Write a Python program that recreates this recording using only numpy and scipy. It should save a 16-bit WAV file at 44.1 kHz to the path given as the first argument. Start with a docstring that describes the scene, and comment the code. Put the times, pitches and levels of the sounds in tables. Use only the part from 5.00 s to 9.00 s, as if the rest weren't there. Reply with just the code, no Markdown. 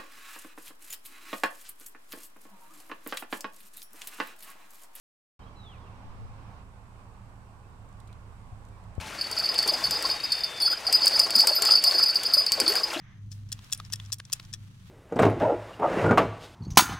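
"""A big engine idles some way off to the right of a garden, its uneven firing giving low tones and rumble, and
its fan a broad wash of noise; a bird gives a few pips and one falling whistle, echoed by a wall. The
microphones are on a hand-held camera that starts a moment in. They hiss faintly and catch a puff of air; close
up, the housing ticks under the fingers and is bumped twice."""
import sys
import numpy as np
from scipy import signal
from scipy.fft import rfft, irfft, next_fast_len
from scipy.io import wavfile
from scipy.ndimage import uniform_filter1d, map_coordinates

SR = 44100
rng = np.random.default_rng(int(sys.argv[2]) if len(sys.argv) > 2 else 0)


def generate_wav(signal):
    """Clip the signal to [-1, 1] and save it as 16-bit WAV at the path in sys.argv[1]."""
    frames = np.transpose(np.atleast_2d(signal))
    scaled = np.clip(frames, -1, 1) * 32767
    pcm = np.round(scaled).astype(np.int16)
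    wavfile.write(sys.argv[1], SR, pcm)


N = 176400


def amp(db):
    """Decibels to gain."""
    return 10 ** (np.asarray(db) / 20)


def unit(x):
    """Scale to rms 1."""
    return x / np.sqrt(np.mean(x ** 2) + 1e-20)


def clock():
    """Time of each sample in seconds."""
    return np.arange(N) / SR


def along(points, hz):
    """Read (frequency, value) points at hz, on a log frequency axis."""
    freqs, values = np.transpose(points)
    return np.interp(np.log(hz + 1), np.log(freqs + 1), values)


def curves(rows):
    """One value per sample for each column after the time."""
    times, *columns = np.transpose(rows)
    return [np.interp(clock(), times, column) for column in columns]


def wobble(rate):
    """A smooth random curve, rate knots a second."""
    return map_coordinates(rng.standard_normal(int(N * rate / SR) + 4), [clock() * rate])


def dying(start, t60):
    """A decay that begins at start and falls 60 dB in t60 seconds."""
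    age = clock() - start
    return (age >= 0) * np.exp(-np.log(1000) * np.abs(age) / t60)


def filtered(x, response):
    """Filter x by a gain given as a function of frequency."""
    size = next_fast_len(N + SR // 2)
    return irfft(rfft(x, size) * response(np.fft.rfftfreq(size, 1 / SR)), size)[..., :N]


def noise(spectrum, correlation=np.zeros_like):
    """Coloured stereo noise of rms 1; the left-right correlation is a function of frequency."""
    def mid_side_gains(hz):
        angle = np.arccos(np.clip(correlation(hz), -1, 1)) / 2
        return amp(along(spectrum, hz)) * [np.cos(angle), np.sin(angle)]
    mid, side = filtered(rng.standard_normal((2, N)), mid_side_gains)
    return unit(np.array([mid + side, mid - side]))


def patchy(x, depth_db):
    """Let small regions of time and pitch swell and fade at random."""
    spectra = signal.stft(x, nperseg=1024)[2]
    patches = uniform_filter1d(rng.standard_normal(spectra.shape[1:]), size=5, axis=0)
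    patches = uniform_filter1d(patches, size=7, axis=1)
    return signal.istft(spectra * amp(depth_db * unit(patches)), nperseg=1024)[1][:, :N]


def pan(db):
    """Left and right gains for a level difference, left minus right."""
    return amp(np.array([[.5], [-.5]]) * db)


def microphone_hiss():
    """The microphones' own faint noise, independent on each side."""
    # hiss spectrum (frequency [Hz], relative density [dB])
    spectrum = [(2000, -12.5), (4500, -3.5), (6300, -3.5), (8000, 1.5), (9500, -4), (12000, -11),
                (15500, -12)]
    # hiss loudness (time [s], level [dB])
    levels = [(.4, -75), (1.3, -73), (1.8, -72.5), (1.97, -71.5), (2.2, -72), (2.7, -72.5), (3.2, -72),
              (3.45, -71), (4, -72)]
    return pan(.8) * amp(curves(levels)[0]) * noise(spectrum)


def fan_wash():
    """Noise from the engine's fan, mostly to the right, drifting in patches."""
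    # fan wash spectrum (frequency [Hz], relative density [dB])
    spectrum = [(150, -34), (250, -4), (326, -6.5), (400, -5.5), (490, -6), (660, -5), (770, -2.5),
                (860, -2), (980, -3), (1100, -1), (1230, -6.5), (1500, -10), (1950, -16), (2600, -16.5),
                (3170, -21), (6000, -30.5), (7800, -65)]
    # fan wash loudness (time [s], level [dB])
    levels = [(.4, -55.5), (1.05, -53.5), (1.45, -54.5), (1.6, -53.5), (1.64, -57.5), (1.78, -58),
              (2.0, -56.5), (2.2, -57.5), (2.6, -57.5), (3.0, -57), (3.5, -56.8), (3.95, -55)]
    # balance at the microphones (frequency [Hz], left minus right [dB])
    balance = [(60, -2), (99, 5), (160, 8), (270, 1.5), (450, -5.5), (740, -3), (1220, -7), (2010, -6),
               (3330, -1), (5500, -6.5), (9080, -5), (15000, -1.0)]
    # likeness of the two sides (frequency [Hz], correlation [-1 to 1])
    correlation = [(250, 0.91), (500, 0.82), (900, 0.51), (1300, -0.13), (2500, -0.083), (6000, -0.16)]
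    wash = noise(spectrum, lambda hz: along(correlation, hz))
    wash = unit(filtered(wash, lambda hz: pan(along(balance, hz))))
    level_db = curves(levels)[0] + .42 * wobble(14)
    return amp(level_db) * patchy(wash, depth_db=1.32)


def bright_rush():
    """A faint rush, brighter than the fan's wash, that stops abruptly."""
    # rush spectrum (frequency [Hz], relative density [dB])
    spectrum = [(900, -34), (1800, -7), (2800, -5), (4500, -9), (7000, -13), (12000, -25)]
    stop_s, fade_s = 1.64, .054
    fade = np.clip((stop_s - clock()) / fade_s, 0, 1)
    return pan(-.38) * amp(-72) * fade * noise(spectrum)


def air_puff():
    """A light puff of air on the microphones: one swell of very low buffeting."""
    # buffeting spectrum (frequency [Hz], relative density [dB])
    spectrum = [(1, -15), (4, 6.5), (8, -6), (20, -17), (60, -26), (150, -49), (400, -60), (1500, -120)]
    peak_s, width_s = 1.17, .19
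    swell = np.exp(-((clock() - peak_s) / width_s) ** 2)
    return amp(-43) * swell * noise(spectrum)


def finger_ticks():
    """Fingers draw tiny cracks from the plastic housing by the microphones, each with a short ring."""
    # ticks (time [s], level [dB], ring against crack before its trim [dB])
    ticks = [(2.8896, -62, -10), (2.9268, -60, -10), (3.002, -54, -3), (3.0744, -56, -8), (3.079, -63, -6),
             (3.1279, -56, -1), (3.6512, -57.5, -12), (3.6874, -61, -6), (3.838, -61, -7),
             (3.952, -57.5, -13)]
    # crack spectrum (frequency [Hz], relative density [dB])
    spectrum = [(1500, -16), (4000, -3), (6000, 1), (8000, 7), (11000, -4.5), (15000, -10.5)]
    ring_hz, half_width_hz, ring_trim_db = 3900, 750, -1.5
    crack = noise(spectrum)
    white = rng.standard_normal((2, N))
    ring = unit(filtered(white, lambda hz: 1 / (1 + ((hz - ring_hz) / half_width_hz) ** 2)))
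    out = np.zeros((2, N))
    for start, db, ring_db in ticks:
        ringing = amp(ring_db + ring_trim_db) * ring * dying(start, t60=.035)
        out += amp(db) * (crack * dying(start, t60=.018) + ringing)
    return out


def camera_bumps():
    """A soft knock, then the camera body sways and quickly settles."""
    # bumps (time [s], sway rate [Hz], sway gain [dB], knock peak [dB], left minus right [dB])
    bumps = [(3.5263, 86, -30.5, -76, 6.5), (3.9818, 80, -25, -31, 18.5)]
    sway_rise_s, knock_lead_s, knock_width_s = .0012, .0008, .0005
    out = np.zeros((2, N))
    for start, hz, sway_db, knock_db, pan_db in bumps:
        age = clock() - start
        onset = 1 - np.exp(-np.abs(age) / sway_rise_s)
        sway = -amp(sway_db) * np.sin(2 * np.pi * hz * age) * onset * dying(start, t60=.053)
        knock = amp(knock_db) * np.exp(-((age + knock_lead_s) / knock_width_s) ** 2)
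        out += pan(pan_db) * (sway + knock)
    return out


def bird_tone(hz, rough_rad):
    """A nearly pure tone, roughened by flutter in phase and level."""
    phase = 2 * np.pi * np.cumsum(hz) / SR + rough_rad * wobble(350)
    return np.sqrt(2) * np.sin(phase) * amp(2.5 * wobble(90))


def bird():
    """One falling whistle and a few short gliding pips."""
    # falling whistle (time [s], pitch [Hz], level [dB])
    whistle = [(.555, 4060, -75), (.58, 4020, -61.5), (.625, 3860, -62), (.66, 3560, -61.5),
               (.715, 3150, -59.5), (.752, 2480, -61), (.78, 2330, -70)]
    # pips (start [s], length [s], first pitch [Hz], last pitch [Hz], level [dB])
    pips = [(.402, .04, 3120, 3080, -65), (.43, .02, 3800, 3900, -69), (.462, .032, 3270, 3220, -62.5),
            (.858, .04, 3000, 2450, -66), (2.62, .05, 2500, 2650, -75), (3.085, .045, 2350, 2600, -69),
            (3.715, .06, 2400, 2250, -71)]
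    t = clock()
    whistle_hz, whistle_db = curves(whistle)
    whistling = (t > whistle[0][0]) * (t < whistle[-1][0])
    song = bird_tone(whistle_hz, rough_rad=.35) * amp(whistle_db) * whistling
    for start, length, first_hz, last_hz, db in pips:
        progress = np.clip((t - start) / length, 0, 1)
        hz = first_hz + (last_hz - first_hz) * progress
        song += amp(db) * np.sin(np.pi * progress) * bird_tone(hz, rough_rad=.6)
    return song


def garden(song):
    """The song reaches the microphones directly, off a wall and as the garden's scatter."""
    echo_s, echo_db, scatter_db = .145, -16, -7
    tail = rng.standard_normal((2, N)) * dying(0, t60=.6)
    scatter = signal.fftconvolve(song[None], tail / np.linalg.norm(tail[0]), axes=1)[:, :N]
    direct = np.array([song, np.roll(song, shift=2)])  # reaches the left microphone first
    echo = np.roll(direct, round(echo_s * SR), axis=1)
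    return direct + amp(echo_db) * echo + amp(scatter_db) * scatter


def engine():
    """Some way off to the right, uneven firing gives tones on multiples of the cycle rate, over a rumble."""
    # idle speed (time [s], four-stroke cycle rate [Hz])
    speed = [(.42, 6.76), (.8, 6.79), (1.2, 6.87), (1.85, 6.83), (2.3, 6.96), (2.5, 6.92), (2.95, 6.62),
             (3.4, 6.58), (3.95, 6.6)]
    # swell of the whole engine (time [s], gain [dB])
    effort = [(.4, 0), (.9, 0), (1.15, 1), (1.45, 1.5), (1.8, -1.5), (2.2, -1), (2.5, -3), (2.95, 0),
              (3.3, -1), (3.9, 1)]
    # exhaust tones (multiple of the cycle rate, rms before the swell [dB], left minus right [dB])
    exhaust = [(4, -55, -8.5), (8, -57.5, -2), (11, -57, -1.5), (13, -63.5, -6), (15, -59, -8),
               (16, -54, -3), (20, -75, -1), (27, -65.5, 1), (28, -66.5, -3), (32, -72.5, -5.5),
               (36, -77.5, -1.5), (38, -71, -5)]
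    # rumble spectrum (frequency [Hz], relative density [dB])
    rumble = [(10, 1), (25, -17.5), (45, 5), (80, 0), (115, 2.5), (140, 1), (200, -5.5), (260, -11.5),
              (330, -20.5), (450, -61)]
    waver_db, spread_rad, drift_rad = 1.33, .19, .073
    cycle_phase = 2 * np.pi * np.cumsum(curves(speed)[0]) / SR
    out = pan(-7) * amp(-56.5) * noise(rumble, correlation=np.ones_like)
    for multiple, db, pan_db in exhaust:
        offset = rng.uniform(0, 2 * np.pi) + spread_rad * rng.standard_normal((2, 1))  # one per side
        phase = multiple * cycle_phase + offset + drift_rad * wobble(5)
        out += pan(pan_db) * np.sqrt(2) * amp(db + waver_db * wobble(5.9)) * np.sin(phase)
    return amp(curves(effort)[0]) * out


def scene():
    """The garden and the handling noise, together at the microphones."""
    hiss = microphone_hiss()
    outdoors = engine() + fan_wash() + bright_rush() + air_puff() + garden(bird())
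    return hiss + outdoors + finger_ticks() + camera_bumps()


def record(dry):
    """Silence until the camera starts; nothing above its band limit."""
    start_s, top_hz = .3925, 15600
    return filtered(dry * (clock() >= start_s), lambda hz: hz < top_hz)


dry = scene()
out = record(dry)
generate_wav(out)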